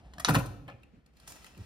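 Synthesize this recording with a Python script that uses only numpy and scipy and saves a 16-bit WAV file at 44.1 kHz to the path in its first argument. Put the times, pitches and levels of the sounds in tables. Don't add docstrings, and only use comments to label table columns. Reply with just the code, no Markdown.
import sys
import numpy as np
from scipy import signal
from scipy.fft import rfft, irfft, next_fast_len
from scipy.io import wavfile
from scipy.ndimage import uniform_filter1d

SR = 44100
rng = np.random.default_rng(int(sys.argv[2]) if len(sys.argv) > 2 else 0)


def log_audio(samples):
    frames = np.atleast_2d(samples).T
    limited = np.clip(frames, -1, 1)
    pcm = np.round(limited * 32767).astype(np.int16)
    wavfile.write(sys.argv[1], SR, pcm)


def invert_db(level):
    return 10 ** (np.asarray(level, dtype=float) / 20)


N = 72765
T = np.arange(N) / SR

# pitch_hz, level_db
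AIR_COLOUR = [(35, -44.5), (60, -17), (146, -7.5), (315, -14), (417, -19.5), (480, -16.5), (842, -28.5),
              (1910, -28.5), (16000, -57.5)]
# time_s, level_db
RUMBLE_LEVEL = [(0, -42), (.12, -56.5), (.26, -51), (.33, -37.5), (.5, -44.5), (.78, -57.5), (1.02, -59),
                (1.1, -60.5), (1.5, -56), (1.65, -55)]
# time_s, level_db
RUSTLE_LEVEL = [
    (0.0, -63.5),
    (0.138, -68.5),
    (0.218, -57),
    (0.25, -71),
]
# pitch_hz, level_db
RUSTLE_COLOUR = [(130, 0), (200, -6.5), (450, -17.5), (700, -10), (1000, -21), (3000, -29), (10000, -44),
                 (16000, -63.5)]
# pitch_hz, fade_60db_s, level_db
GARAGE_ECHOES = [(125, 1, -19.5), (256, 0.82, -13), (463, 0.59, -9), (945, 0.54, -12.5), (2250, 0.19, -9),
                 (3970, 0.63, -17.5), (8200, 0.3, -11.5), (12900, 0.59, -18)]
# time_s, level_db
SCUFF_LEVEL = [
    (1.1, -95.5),
    (1.2, -69.5),
    (1.262, -68),
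    (1.278, -56.5),
    (1.325, -58),
    (1.4, -62.5),
    (1.465, -61),
    (1.53, -68),
    (1.65, -65),
]
# pitch_hz, level_db
SCUFF_COLOUR = [(200, 4), (500, 1.5), (1500, 0), (3500, -4), (6000, -6), (10500, -14.5), (16000, -21.5)]
# start_s, level_db, pitch_hz, fade_60db_s, hiss_db
TICKS = [(.822, -66, 4600, 0.0054, -11), (.833, -50.5, 2563, 0.026, -9), (1.062, -61.5, 4500, 0.0093, 4),
         (1.1694, -61.5, 4380, 0.019, 4.5), (1.1996, -55.5, 4470, 0.012, 5.5),
         (1.2765, -50.5, 1060, 0.012, 12.5), (1.296, -46, 6100, .01, -4), (1.32, -54, 5900, .012, 10),
         (1.4445, -44, 2010, 0.013, 0), (1.461, -56, 3370, 0.008, 4), (1.4651, -48, 2500, 0.016, 3),
         (1.472, -61, 1810, .015, -1), (1.548, -56, 2750, .02, -8), (1.545, -72, 14000, 0.0066, -27),
         (1.5766, -55.5, 13600, 0.0034, 6.5), (1.63, -72, 14820, 0.0046, -10)]
# start_s, level_db, length_s, swing_hz
BLOWS = [(.17, -48, 0.023, 169), (0.275, -30.5, 0.016, 200), (.289, -20.5, 0.013, 253.5),
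         (.2985, -15.5, 0.023, 160.2), (0.325, -21, 0.025, 148), (0.3609, -13.5, 0.025, 145.4),
         (0.388, -32.5, 0.021, 193), (.41, -42, .03, 140.5), (0.471, -38.5, 0.06, 108),
         (.53, -46.5, 0.062, 113.8), (.60, -42, 0.052, 155), (.66, -45, 0.028, 125),
         (0.733, -43.5, 0.025, 129), (.935, -51, 0.016, 218), (.972, -48, 0.023, 147.7),
         (1.571, -44.5, 0.018, 192), (1.588, -36, 0.037, 106.9)]
# pitch_hz, level_db, fade_60db_s
CABINET_TONES = [(56, -14, .6), (72.76, -12, .5), (108, -19.5, 0.26), (126.8, -7, 0.21), (155, 0, 0.08),
                 (217.5, 0, 0.057), (249.6, -2.5, 0.11), (308.9, -9, 0.29)]
HINGE_TONES = [(331, -12, 0.085), (552.5, -2.5, 0.063), (791, -1, 0.035), (1090, -6, 0.034),
               (1288, -2, 0.034), (1747, -3.5, 0.041), (2225, -1.5, 0.023), (2460, -3, 0.026),
               (2896, -9.5, .02), (3640, -16, 0.0216)]
HANDLE_TONES = [(599, -3.5, 0.024), (750, -3.5, 0.037), (995, -7.5, 0.024), (1254, -1, 0.025),
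                (1480, 1.5, 0.01), (1824, 0.5, 0.022), (3070, -5.5, 0.019), (4440, -2.5, 0.0038),
                (5900, -13.5, 0.0037), (7600, -13.5, 0.0035)]
DOOR_TONES = [(515, -14, 0.04), (560.3, -13.5, 0.054), (760, -14.5, 0.03), (842, -17, 0.031),
              (998, -9.5, 0.03), (1097, -5, 0.019), (1340, -2.5, 0.022), (1467, -5.5, 0.022),
              (1680, -15.5, 0.0088), (2310, -10, 0.012), (2750, -10.5, 0.015), (3700, -13, 0.0039),
              (4600, -8, 0.002), (6440, -14.5, 0.0053)]
LATCH_TONES = [(640, -18, .03), (803, -19, 0.016), (1312, -7, 0.022), (1503, -8, 0.013),
               (1840, -10, 0.0087), (2740, -19, 0.0087), (3800, -1, 0.011), (4420, -1.5, 0.005),
               (4685, -1, 0.0051), (5614, -5.5, 0.007), (6114, 1, 0.0074), (8630, -14.5, .008),
               (10270, -12, 0.012)]
# start_s, length_s, level_db, tilt_db_per_octave, grit_db
KNOCK = [
    (.6795, 0.0058, -42, 2, -17),
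    (.685, 0.0078, -37, 0.9, -31),
    (.698, 0.0068, -38.5, -1, -28),
    (.71, 0.017, -47, 0.5, -35),
]
# start_s, length_s, level_db, tilt_db_per_octave, grit_db
CLICKS = [
    (.136, 0.0042, -41, 2, -18),
    (.1825, 0.0029, -35.5, -2.7, -25.5),
    (.1975, 0.0099, -29.5, -0.5, -6),
]
# start_s, length_s, level_db, tilt_db_per_octave, grit_db
CLATTER = [(.2805, 0.0053, -26, 0.5, -12.5), (.2862, 0.0041, -13, 0.5, -12.5),
           (.2922, .004, -16, -0.5, -11.5), (.2968, .005, -20.5, -3.5, -5.5),
           (.3045, 0.0064, -22.5, -5, -7.5), (.338, .008, -31.5, -1, 0), (.3462, .007, -14.5, 1.13, -10.5),
           (.3525, 0.0062, -18.5, 4, -10), (.3575, 0.0079, -22, 2.5, -11.5),
           (.366, 0.0078, -27.5, -12.5, -12), (.384, 0.019, -30, -8, -6.5), (.405, .012, -37, -5, -11),
           (.459, 0.012, -45, 12.5, 1.5)]
# pitch_hz, left_minus_right_db
PORT_LEVELS = [(60, -.5), (300, -1.5), (700, 4.5), (1400, 2.5), (2380, 1.5), (4200, -1.5), (7000, -2),
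               (9500, 0)]
# pitch_hz, phase_lead_rad
PORT_PHASE = [(0, 0), (400, -.6), (1460, -1.1), (2150, -2.6), (4220, -6.4), (6200, -8), (8600, -12.6),
              (22050, -13)]
# pitch_hz, level_db
MIDDLE_LIFT = [(1300, 0), (1800, 2), (2400, 6), (3100, 2.5), (4200, 0), (6200, 0), (7000, 3.5), (8000, 0)]

SIDES = np.array([[1], [-1]])
SNAP_S, SNAP_DB = .2476, -7.5
REBOUND_S, REBOUND_DB = 0.0048, -11.5


def read(table, x, log=False):
    a, b = np.array(table, float).T[:2]
    if log:
        return np.interp(np.log(np.maximum(x, 1)), np.log(np.maximum(a, 1)), b)
    return np.interp(x, a, b)


def unit(x):
    return x / np.sqrt(np.mean(x ** 2) + 1e-30)


def band(x, lo_hz, hi_hz):
    edges = [lo_hz, min(hi_hz, .47 * SR)]
    return signal.sosfilt(signal.butter(2, edges, "band", fs=SR, output="sos"), x)


def colour(x, table):
    gain = invert_db(read(table, np.fft.rfftfreq(N, 1 / SR), log=True))
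    return unit(irfft(rfft(x) * gain, N))


def walk(rate, size=1):
    k = int(SR / rate)
    steps = np.repeat(rng.standard_normal((size, N // k + 1)), k, axis=1)
    return 1.4 * uniform_filter1d(uniform_filter1d(steps, k), k)[:, :N]


def add(out, x, at_s, db):
    i = int(at_s * SR)
    x = x[:N - i]
    out[i:i + len(x)] += x * invert_db(db) / np.abs(x).max()


def ring(tones, tilt_db=0., count=5):
    hz, db, t60 = np.repeat(np.array(tones, float), count, axis=0).T[:, :, None]
    t = T[:SR // 4]
    chance = rng.standard_normal((3, len(hz), 1))
    spread = 0.02 * (count > 1) * np.clip(0.039 / t60, .2, 2)
    hz = np.minimum(hz * (1 + spread * chance[0]), .45 * SR)
    sign = np.repeat(np.sign(chance[1, ::count]), count, axis=0)
    gain = sign * invert_db(db + 1.9 * chance[2] + tilt_db * np.log2(hz / 1300))
    fade = np.exp(-np.log(1000) * t / t60)
    return (gain * np.sin(2 * np.pi * hz * t) * fade).sum(axis=0)


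def contacts(table, tones, body_share, body_hz):
    out = np.zeros(N)
    for at, length, db, tilt, grit_db in table:
        n = int(length * SR)
        noise = rng.standard_normal((2, 2000))
        body = band(rng.standard_normal(SR // 4), *body_hz) * np.exp(-T[:SR // 4] / 0.0038)
        hits = noise[0, :n] * (np.abs(noise[1, :n]) > 1.9) + 2.7 * (np.arange(n) == 0)
        response = ring(tones, tilt, count=2) + body_share * body
        add(out, signal.fftconvolve(hits, response), at, db)

        fade = np.exp(-np.maximum(T[:2000] - 0.71 * length, 0) / 0.0024)
        grit = band(noise[1] * invert_db(np.abs(noise[0])) * fade, 3500., 14000.0)
        grit = grit + .5 * band(noise[0] * fade, 9000., 12000.0)
        add(out, grit, at, db + grit_db)
    return out


def background():
    air = [colour(rng.standard_normal(N), AIR_COLOUR) * invert_db(-67 + 3.1 * walk(32)[0]) for _ in range(2)]

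    low = unit(band(band(rng.standard_normal(N), 31.0, 75.), 45.0, 74.0))
    low = low * invert_db(read(RUMBLE_LEVEL, T) + 2.0 * walk(4.5)[0])

    cloth = colour(rng.standard_normal(N), RUSTLE_COLOUR)
    cloth = cloth * invert_db(read(RUSTLE_LEVEL, T) + 9.5 + 1.7 * walk(45)[0])
    cloth = cloth * np.clip((.3 - T) / 0.046, 0, 1)
    return air[0] + low + cloth + 0.61 * air[1] * SIDES


def garage(x):
    t, tail = T[:SR], 0
    alike = .2
    for hz, t60, db in GARAGE_ECHOES:
        mid, side = rng.standard_normal((2, SR))
        wide = np.sqrt(1 - alike) * min(hz / 700, 1)
        pair = band(np.sqrt(1 + alike) * mid + wide * side * SIDES, hz / 1.7, hz * 1.7)
        fade = np.exp(-np.log(1000) * t / t60)
        tail = tail + pair * fade * invert_db(db) / np.sqrt(t60 * SR / 14)
    tail = tail * np.clip((t - .003) / 0.005, 0, 1)
    return signal.fftconvolve(x[None], tail, axes=1)[:, :N]


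def sandal():
    grains_per_s = 2500
    grains = (rng.random(N) < grains_per_s / SR) * rng.standard_normal(N)
    grains = grains * invert_db(2.96 * rng.exponential(size=N))
    drag = colour(unit(grains) + 1.51 * rng.standard_normal(N), SCUFF_COLOUR)
    level_db = read(SCUFF_LEVEL, T)
    drag = drag + band(drag, 5760.0, 21000.0) * invert_db(3.2 * (level_db + 59.5))
    onset = np.clip((T - SCUFF_LEVEL[0][0]) / 0.0377, 0, 1)
    return drag * invert_db(level_db + 2.0 + 0.5 * walk(49.4)[0]) * onset


def ticks():
    out = np.zeros(N)
    for at, db, hz, t60, hiss_db in TICKS:
        spit = rng.standard_normal((2, 1500)) * np.exp(-T[:1500] / 0.00276)
        tones = [(hz, 0, t60), (1.4 * hz, -14, t60), (.55 * hz, -13, t60)]
        add(out, signal.fftconvolve(spit[0, :8], ring(tones, count=2)), at, db)
        add(out, band(spit[1], 900., 11000.), at, db + hiss_db)
    return out


def cabinet():
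    sag, thud_db, hum_db = 0.079, -12.5, -19.5
    swing, thud = np.zeros((2, N))
    for at, db, length, hz in BLOWS:
        t = T[:int(length * SR)]
        noise = rng.standard_normal(6000)
        turn = 2 * np.pi * hz * t * (1 - sag * t / length)
        shape = np.sin(np.pi * t / length) ** .5
        add(swing, shape * (np.sin(turn) - .22 * np.cos(2 * turn)), at, db)
        fade = np.exp(-T[:6000] / (0.68 * length))
        add(thud, band(noise * fade, 170., 480.), at, db + thud_db)
    hum = signal.fftconvolve(swing, ring(CABINET_TONES, count=1))[:N]
    return swing + thud + invert_db(hum_db) * hum * 2 * np.pi * 140 / SR


def hook():
    handle = contacts(CLICKS, HANDLE_TONES, 2.5, (500., 7000.))
    frame = contacts(CLATTER, DOOR_TONES, 2.5, (1000., 1650.))
    hinge = contacts(KNOCK, HINGE_TONES, 2.25, (700., 3000.))
    return handle + frame + hinge


def latch():
    out = np.zeros(N)
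    rise = np.clip(T[:4000] / 0.00048, 0, 1)
    snap = ring(LATCH_TONES, count=1)[:4000] * rise
    add(out, band(snap, 610.0, 13000.0), SNAP_S, SNAP_DB)
    rebound = band(ring(LATCH_TONES, -1.7, count=3), 500.0, 11000.0)
    add(out, rebound, SNAP_S + REBOUND_S, SNAP_DB + REBOUND_DB)
    rough = rng.standard_normal(2000) * np.exp(-T[:2000] / 0.01)
    add(out, band(rough, 620.0, 5000.0), SNAP_S + .002, SNAP_DB - 13)
    return out


def scene():
    door = latch() + hook() + cabinet()
    low = ticks() + sandal()
    echo = invert_db(-5) * np.roll(low, int(.003 * SR)) * SIDES
    return door + low + echo + garage(door + low) + background()


def roll_off(x):
    return signal.sosfilt(signal.butter(12, 16480, fs=SR, output="sos"), x)


def record(dry):
    size = next_fast_len(N + 2048)
    hz = np.fft.rfftfreq(size, 1 / SR)
    half = invert_db(read(PORT_LEVELS, hz, log=True) / 2) * np.exp(.5j * read(PORT_PHASE, hz))

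    bounce = band(rng.standard_normal((2, 1500)) * np.exp(-T[:1500] / .003), 350.0, 13000.0)
    bounce = bounce / np.sqrt((bounce ** 2).sum(axis=1, keepdims=True))
    scatter = 1 + invert_db(-12) * rfft(bounce, size)

    low_hz, top_hz = 43.16, 16000
    reach = hz ** 3 / (hz ** 3 + low_hz ** 3) / (1 + (hz / top_hz) ** 60)
    pair = rfft(dry, size) * np.array([half, 1 / half]) * scatter * reach
    pair = pair + (invert_db(read(MIDDLE_LIFT, hz, log=True)) - 1) * pair.mean(axis=0)
    mix = irfft(pair, size)[:, :N]
    return roll_off(mix)


dry = scene()
out = record(dry)
log_audio(out)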